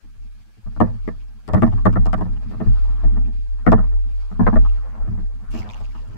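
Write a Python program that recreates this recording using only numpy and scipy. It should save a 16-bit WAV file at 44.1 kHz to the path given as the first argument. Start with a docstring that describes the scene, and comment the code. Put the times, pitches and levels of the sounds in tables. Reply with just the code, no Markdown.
"""A hollow plastic kayak beside a dock, knocked by ripples and a paddle, heard from right on the hull.
Each blow rings the belly and rattles the deck, and the sound comes up through the microphone's mount,
which sways at a deep pitch. Close by, water laps and trickles along the side, and near the end a small
splash falls back in drops. Under it all lies the microphone's faint hiss.
One microphone feeds both channels; the right one comes late."""
import sys
import numpy as np
from scipy import signal
from scipy.fft import rfft, irfft, next_fast_len
from scipy.io import wavfile
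from scipy.ndimage import uniform_filter1d, minimum_filter1d, map_coordinates

SR = 44100
rng = np.random.default_rng(int(sys.argv[2]) if len(sys.argv) > 2 else 0)


def wrap_up_sound(samples):
    """Save the sound to the file named by the first command line argument, as 16-bit audio."""
    columns = np.atleast_2d(samples).T
    # keep every value between -1 and 1, then stretch to whole-number steps
    tamed = np.clip(columns, -1, 1)
    steps = np.round(tamed * 32767).astype(np.int16)
    wavfile.write(sys.argv[1], SR, steps)


N = 272361

# The water along the side. Each row: time in seconds, then lapping, wash and fizz levels in dB.
WATER_LEVELS = [(0.0, -52, -69, -69.5), (0.58, -61, -71, -68.5), (0.84, -28, -55.5, -65.5),
                (1.0, -46.5, -62, -66), (1.5, -52, -62.5, -68.5), (1.7, -32, -53.5, -65),
                (2.1, -32, -58, -67), (2.35, -33, -53, -66), (2.55, -32.5, -53.5, -62),
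                (2.77, -51, -48.5, -60.5), (3.12, -26.5, -50.5, -65.5), (3.4, -48.5, -67, -67),
                (3.75, -43, -50.5, -67.5), (4.04, -46.5, -62.5, -68), (4.23, -50, -58, -60),
                (4.35, -44.5, -53.5, -67.5), (4.54, -24.5, -54.5, -60), (4.78, -48, -51.5, -65.5),
                (4.97, -41, -47, -70.5), (5.16, -28.5, -54, -69), (5.28, -47, -59.5, -69),
                (5.66, -33.5, -45, -64), (5.76, -43, -50, -59), (5.9, -46.5, -58, -63.5),
                (6.18, -37, -49.5, -68)]


def hull():
    """Each blow shoves the hull, rings its low modes, rattles the deck, slaps and cracks."""
    # Each row: start in seconds, relative level in dB, thud in dB relative to that, spot struck
    # (0 deep belly to 2 thin wall), brightness in dB per octave, relative crack in dB,
    # rattle t60 in seconds (held to 15-300 ms below).
    blows = [(0.04, -52, 4.5, 1.9, -8, -31, 0.029), (0.153, -65, 8, 0, 0, -24, 0.05),
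             (0.57, -58, 16.5, 0.62, -22, -19, .049), (0.66, -50, 20.5, 0.63, -2, -29, .07),
             (0.762, -37, 3.5, 0.99, 1, -46, 0.018), (0.802, -4.5, 2, 1.63, -1.5, -46.5, 0.037),
             (0.868, -43.5, 13.5, 0, -1, -32, 0.098), (0.939, -59, 19, 0, -6, -26, 0.034),
             (1.076, -21.5, -2, 1.66, -7.5, -41, 0.031), (1.478, -34, 10.5, 0.73, -3, -17, 0.22),
             (1.534, -18.5, 13, 1.1, -1.5, -30, 0.077), (1.567, -27.5, 16, 1, -3, -38, 0.079),
             (1.621, -11, 7.5, 1.87, -3.5, -36, 0.061), (1.665, -28.5, 3, 0, -5, -31, 0.051),
             (1.723, -35.5, 7, 0.026, 3, -36, 0.043), (1.776, -41, 7.5, 1, 9, -41, 0.071),
             (1.854, -13, 7, 0.96, -0.5, -39.5, 0.073), (1.928, -42, 22.5, 1.4, 14, -14.5, 0.074),
             (1.957, -19.5, 6, 0.88, -3.5, -52, 0.043), (2.056, -30.5, 9.5, 1.2, 1.5, -19, 0.13),
             (2.13, -19.5, 3, 1.24, 2, -30.5, 0.046), (2.178, -36, 16.5, 1.2, -4, -26.5, 0.11),
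             (2.208, -25, 5.5, 0.99, -3, -38, 0.057), (2.252, -40, 12.5, 1, -8.5, -44, .07),
             (2.507, -41, 9.5, 1, -4.5, -26.5, 0.046), (2.53, -45.5, 12, 0, -1, -25, 0.12),
             (2.601, -28, 13, 1.5, -1.5, -44, 0.085), (2.661, -34, 20, 0.55, -2.5, -41, 0.031),
             (3.034, -35.5, 5, 0.73, -5.5, -46, 0.096), (3.165, -37, 12, 2, -4.5, -45, 0.047),
             (3.268, -51, 17.5, 2, -7, -29, 0.28), (3.664, -10, 10.5, 1.64, -4, -44, 0.073),
             (3.718, -3, 1, 1.63, .5, -42, 0.04), (3.779, -32, 10.5, 0.76, 0, -42, 0.1),
             (3.828, -47, -11, 2, 0.5, -35, 0.17), (3.912, -46, 3, 2, -5, -41, 0.083),
             (4.312, -43.5, 13.5, 1, -3, -39, 0.06), (4.394, -22, 19, 1.44, -2.5, -62, 0.09),
             (4.42, -33.5, 9, 0.24, 3.5, -59, 0.095), (4.465, -14, 3, 1.67, 2, -49.5, 0.063),
             (4.527, -23.5, 8.5, 2, -1.5, -63, 0.05), (4.557, -19, -6, 2, -3, -53, 0.047),
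             (4.648, -36, -6, 2, 11, -44, 0.048), (5.075, -41, 22, 0.72, -3, -30.5, 0.033),
             (5.175, -43, 15, 0.95, -2.5, -38, 0.068), (5.537, -39.5, 16, 2, -3.5, -14, 0.33),
             (5.803, -42.5, 7, 0.35, 2.5, -17, 0.06), (5.949, -38.5, -4.5, 2, 4, -38, 0.0097)]
    # The hull's low modes. Each row: pitch in Hz, t60 in seconds.
    belly_modes = [(108, 0.25), (178, 0.14), (232, 0.12)]
    # Spectra of the dull shove, the crack and the slap. Each row: frequency in Hz, density in dB.
    shove_spectrum = [(30, -29.5), (55, 16), (90, 3), (200, 9), (330, -9.5), (500, -62)]
    crack_spectrum = [(2200, -31.5), (3500, -4.5), (5200, 6), (6200, -7), (7400, 4), (9500, -7),
                      (12000, -11.5), (15500, -16.5)]
    slap_spectrum = [(1300, -41), (2300, 5), (2800, 0.5), (3500, -2.5), (4500, -13), (7000, -28),
                     (12000, -60)]
    out, t = np.zeros(N + SR), np.arange(SR // 3) / SR
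    plastic = signal.butter(N=8, Wn=1930, fs=SR, output="sos")  # the thick wall passes little treble
    rise, swell = 1 - np.exp(-t / 0.00048), 1 - np.exp(-t / 0.0055)
    for start, db, thud_db, spot, bright_db, crack_db, t60 in blows:
        t60 = np.clip(t60, 0.015, 0.3)
        # Modes fade with distance from the spot struck; the deepest answers more readily.
        modes_db = thud_db - 12.5 * np.abs(np.arange(len(belly_modes)) - spot) + [1.5, 0, 0]
        ring = sum(amp(level) * decay(t, life) * np.sin(2 * np.pi * hz * rng.normal(1, 0.021) * t)
                   for level, (hz, life) in zip(modes_db, belly_modes))
        shove = noise(len(t), shove_spectrum) * amp(max(modes_db) - 8.5) * decay(t, 0.19)
        thud = (ring + shove) * swell
        bounces = np.r_[1, 1, rng.standard_normal(198)]  # the contact bounces, 300 steps a second
        chatter = amp(5 * np.interp(t * 300, np.arange(200), bounces))
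        fade = decay(t, t60) + amp(-24.5) * decay(t, 0.22)  # first decay, then a weaker tail
        stir = rng.standard_normal(len(t)) * rise * np.sqrt(chatter) * fade
        deck = signal.sosfilt(plastic, deck_resonance(stir, bright_db))
        # A small air pocket under the deck adds a hollow note.
        pocket = signal.sosfilt(plastic, filtered(stir, lambda hz: resonance(hz, 1750, width=110)))
        rattle = deck / np.linalg.norm(deck) + amp(-16.5) * pocket / np.linalg.norm(pocket)
        rattle *= np.sqrt(t60 * SR / 14)  # longer rattles carry more energy
        crack = noise(len(t), crack_spectrum) * amp(crack_db) * decay(t, 0.013)
        slap_db = -5.5 + 0.49 * crack_db + 0.6 * bright_db
        slap = noise(len(t), slap_spectrum) * rise * chatter / np.sqrt(np.mean(chatter[:900] ** 2))
        slap *= amp(slap_db) * (decay(t, 0.029) + amp(-11) * decay(t, t60))
        blow = 2.04 * thud + 2.02 * rattle + 1.06 * slap + 2.85 * crack
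        out[round(start * SR):][:len(t)] += amp(db) * blow
    return out[:N]


def deck_resonance(stir, bright_db):
    """Each blow's brightness tilts the deck's resonances toward the upper or lower ones."""
    # Each row: centre in Hz, width in Hz, relative level in dB.
    deck_modes = [(311, 64, 7.5), (478.6, 45, 6), (649, 94, 7.5), (1071, 434, 6), (1201, 281, 7),
                  (1660, 150, -13.5)]
    modes = []
    for k, (centre, width, db) in enumerate(deck_modes):
        centre *= rng.normal(1, 0.029)  # every blow lands elsewhere and shifts the resonances
        gain = (-1) ** k * amp(rng.normal(db, 1.5) + bright_db * np.log2(centre / 800))
        modes.append((gain, centre, width))
    return filtered(stir, lambda hz: sum(gain * resonance(hz, *band) for gain, *band in modes))


def mount():
    """The microphone's mount swings as one slow spring; each jolt ends the old swing and starts anew."""
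    # Each row: start in seconds, level of the swing in dB.
    jolts = [(0.02, -35), (.17, -28), (0.632, -24.5), (.76, -19.5), (.85, -21), (.97, -21), (1.155, -26.5),
             (1.299, -34), (1.48, -20), (1.615, -13.5), (1.72, -11.5), (1.859, -12), (1.98, -9.5),
             (2.17, -18.5), (2.285, -19), (2.39, -22), (2.531, -25.5), (2.653, -7), (2.79, -10),
             (2.87, -12.5), (3.031, -6.5), (3.15, -12), (3.329, -17), (3.48, -18), (3.661, -7),
             (3.76, -10.5), (3.86, -11.5), (3.919, -11.5), (4.11, -17.5), (4.2, -20), (4.33, -19),
             (4.411, -10.5), (4.545, -5), (4.661, -12.5), (4.986, -16), (5.15, -19.5), (5.209, -18.5),
             (5.29, -24.5), (5.46, -21.5), (5.719, -27.5), (5.79, -21), (5.95, -24.5), (6.09, -31)]
    sway_hz, rise_s, slip_cycles = 39.64, 0.017, 0.2
    out = np.zeros(N)
    cycles = sway_hz * np.cumsum(1 + 0.044 * wobble(25) + 0.02 * wobble(4)) / SR  # water jostles it
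    onset = lambda t: 1 - np.exp(-(np.maximum(t, 0) / rise_s) ** 2)
    for (start, db), (end, _) in zip(jolts, jolts[1:] + [(N, 0)]):
        span = slice(round(start * SR), min(N, round((end + 3 * rise_s) * SR)))
        t = np.arange(N)[span] / SR - start
        swing = np.sin(2 * np.pi * (cycles[span] + rng.normal(0, slip_cycles)))
        handover = onset(t) * (1 - onset(t + start - end))
        out[span] += amp(db) * decay(t, t60=1) * handover * swing
    return np.sqrt(2) * amp(wobble(26)) * out  # the level flutters by about 1 dB


def water():
    """Ripples lap the belly, wash along the side and fizz, all surging together."""
    # Spectra of the three. Each row: frequency in Hz, density in dB.
    lap_spectrum = [(22, -18.5), (35, -10), (52, 1), (75, -2.5), (110, -8), (165, -11), (230, -11),
                    (340, -25.5), (450, -32), (990, -120)]
    wash_spectrum = [(210, -38), (350, -6.5), (600, -5.5), (850, -4.5), (1100, -5.5), (1300, -6),
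                     (1500, -12), (1800, -14.5), (2200, -21.5), (3200, -35.5), (4200, -51.5), (7000, -120)]
    fizz_spectrum = [(1350, -28), (2300, 0), (2800, -4), (3700, -7), (4750, -6), (5600, -11.5), (7100, -17),
                     (8300, -20.5), (13600, -24), (15200, -31), (15800, -54.5)]
    lap_db, wash_db, fizz_db = curves(WATER_LEVELS)
    surge = wobble(30)
    lap = amp(lap_db + 2.5 * surge) * rush(lap_spectrum, patchy_db=1.5, lumpy_db=2.5, rate=25)
    wash = amp(wash_db + 0.52 * surge) * rush(wash_spectrum, patchy_db=3, lumpy_db=2, rate=110)
    fizz = amp(fizz_db + 0.94 * surge) * rush(fizz_spectrum, patchy_db=1.5, lumpy_db=1.5, rate=86)
    return lap + wash + fizz


def splash():
    """A small splash throws a hiss of spray close to the microphone."""
    # Each row: frequency in Hz, density in dB.
    spray_spectrum = [(1800, -45), (2200, 1), (2800, 10.5), (3600, -4.5), (4800, -2.5), (5800, -2),
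                      (7000, -4.5), (8500, -18.5), (12000, -16), (15000, -17.5)]
    return amp(splash_db()) * rush(spray_spectrum, patchy_db=0, lumpy_db=-3, rate=180)


def splash_db():
    """Level of the spray: it bursts out, swells, collapses and runs off."""
    start_s, peak_s = 5.507, 5.585
    rise, fall, drain = 126, 350, 12  # dB per second
    t = np.arange(N) / SR
    burst = -44.5 - np.maximum(rise * (peak_s - t), fall * (t - peak_s))
    runoff = -62 - drain * (t - start_s)
    return np.where(t < start_s, -120, np.maximum(burst, runoff))


def drops():
    """Each drop ticks on the water and leaves a brief bubble of rising pitch."""
    # Each row: start in seconds, level in dB, bubble pitch in Hz.
    landings = [(1.205, -43.5, 2750), (1.593, -51, 6950), (1.669, -55, 6040), (1.72, -40.5, 3000),
                (2.366, -39.5, 2800), (2.963, -43, 3050), (3.252, -40.5, 2470), (4.69, -35, 2710),
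                (5.508, -38, 9000), (5.516, -45, 10900), (5.529, -46, 7060), (5.598, -34, 4900),
                (5.62, -26.5, 2140), (5.652, -42, 2410), (5.678, -42, 4800), (5.691, -26, 3540),
                (5.7, -26.5, 2340), (5.71, -34, 4900), (5.735, -25.5, 2730), (5.735, -35, 6400),
                (5.775, -38, 2280), (5.842, -42.5, 7450), (5.846, -32.5, 2620), (5.854, -39, 4550),
                (5.911, -40, 2170), (5.955, -39, 2820), (5.977, -53, 6000), (5.981, -37.5, 2650),
                (6.079, -43.5, 7340)]
    out, t = np.zeros(N + SR), np.arange(SR // 20) / SR
    for start, db, hz in landings:
        envelope = decay(t, 24 / hz) * np.minimum(t * hz / 2, 1) ** 2
        bubble = np.sin(2 * np.pi * hz * t * (1 + 6 * t)) * envelope
        impact = rng.standard_normal(len(t)) * decay(t, 0.0017)
        tick = filtered(impact, lambda f: resonance(f, hz, width=4000) ** 2)
        tick_gain = 3 * amp(-14.5 + 4 * np.log2(hz / 2500))  # smaller drops tick more
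        out[round(start * SR):][:len(t)] += amp(db) * (bubble + tick_gain * tick)
    return out[:N]


def trickle():
    """Tiny trickling ticks ring at four pitches, mostly the microphone cavity's resonances."""
    count, length = 900, 300  # ticks, samples in each
    when, pitch, faintness = rng.random((3, count))
    start, t = (when * N).astype(int), np.arange(length) / SR
    hz = np.array([2300, 2760, 4740, 7100])[(pitch * 4).astype(int), None]
    hz = hz * rng.normal(1, 0.06, (count, 1))
    fizz_db, spray_db = curves(WATER_LEVELS)[2][start], splash_db()[start]
    gain = (amp(fizz_db - 7) + amp(spray_db + 7)) * amp(-4 * np.log(faintness + 0.024))
    envelope = decay(t, 30 / hz) * np.minimum(t * hz / 2, 1)
    ticks = gain[:, None] * np.sin(2 * np.pi * hz * t) * envelope
    samples = start[:, None] + np.arange(length)
    return np.bincount(samples.ravel(), ticks.ravel(), N + length)[:N]


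def mic_hiss():
    """The microphone's faint, steady hiss."""
    # Each row: frequency in Hz, density in dB.
    hiss_spectrum = [(710, -33), (1200, -9.5), (1710, 5), (1780, -4.5), (2620, -21), (3430, -15.5),
                     (6310, -9.5), (15500, -18.5)]
    return amp(-69.5) * rush(hiss_spectrum, patchy_db=1.5, lumpy_db=0.4, rate=30)


def amp(db):
    """Gain of a dB value."""
    return 10 ** (np.asarray(db) / 20)


def decay(t, t60):
    """A fall of 60 dB every t60 seconds."""
    return amp(-60 * t / t60)


def unit(x):
    """x at rms 1."""
    return x / np.sqrt(np.mean(x ** 2) + 1e-20)


def resonance(hz, centre, width):
    """Complex response of one damped mode, all in Hz."""
    return 1j * hz * width / (centre ** 2 - hz ** 2 + 1j * hz * width)


def curves(rows):
    """One value per sample for each column after the time."""
    times, *columns = np.transpose(rows)
    return [np.interp(np.arange(N) / SR, times, column) for column in columns]


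def wobble(rate):
    """A smooth random curve, rate knots a second."""
    return map_coordinates(rng.standard_normal(int(N * rate / SR) + 4), [np.arange(N) * rate / SR])


def filtered(x, response):
    """x through a complex response of frequency."""
    size = next_fast_len(len(x) + 8192)
    return irfft(rfft(x, size) * response(np.fft.rfftfreq(size, 1 / SR)), size)[:len(x)]


def coloured(x, spectrum):
    """x shaped by (Hz, dB) points on a log axis, at rms 1."""
    freqs, db = np.transpose(spectrum)
    return unit(filtered(x, lambda hz: amp(np.interp(np.log(hz + 1), np.log(freqs + 1), db))))


def noise(length, spectrum):
    """Even, coloured noise of rms 1."""
    return coloured(rng.standard_normal(length), spectrum)


def rush(spectrum, patchy_db, lumpy_db, rate):
    """Noise of rms 1 with patches of random gain in time and frequency, and rate lumps a second."""
    bins = signal.stft(rng.standard_normal(N), nperseg=512)[2]
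    patches = uniform_filter1d(rng.standard_normal(bins.shape), size=6, axis=0)
    patches = unit(uniform_filter1d(patches, size=6, axis=1))
    patchy = signal.istft(bins * amp(patchy_db * patches), nperseg=512)[1][:N]
    return coloured(patchy * amp(lumpy_db * wobble(rate)), spectrum)


def scene():
    """All sources reach the one microphone on the hull."""
    return np.tile(hull() + mount() + water() + splash() + mic_hiss() + drops() + trickle(), (2, 1))


def record(dry):
    """A limiter holds the loudest blows, the highest treble is cut and the right channel is delayed."""
    ceiling, top_hz, delay_s = 0.955, 15750, 417.5 / SR
    gain = np.minimum(1, ceiling / (np.abs(dry[0]) + 1e-9))
    limited = dry[0] * uniform_filter1d(minimum_filter1d(gain, size=441), size=441)
    left = filtered(limited, lambda hz: hz < top_hz)
    right = filtered(limited, lambda hz: (hz < top_hz) * np.exp(-2j * np.pi * hz * delay_s))
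    return np.array([left, right])


dry = scene()
out = record(dry)
wrap_up_sound(out)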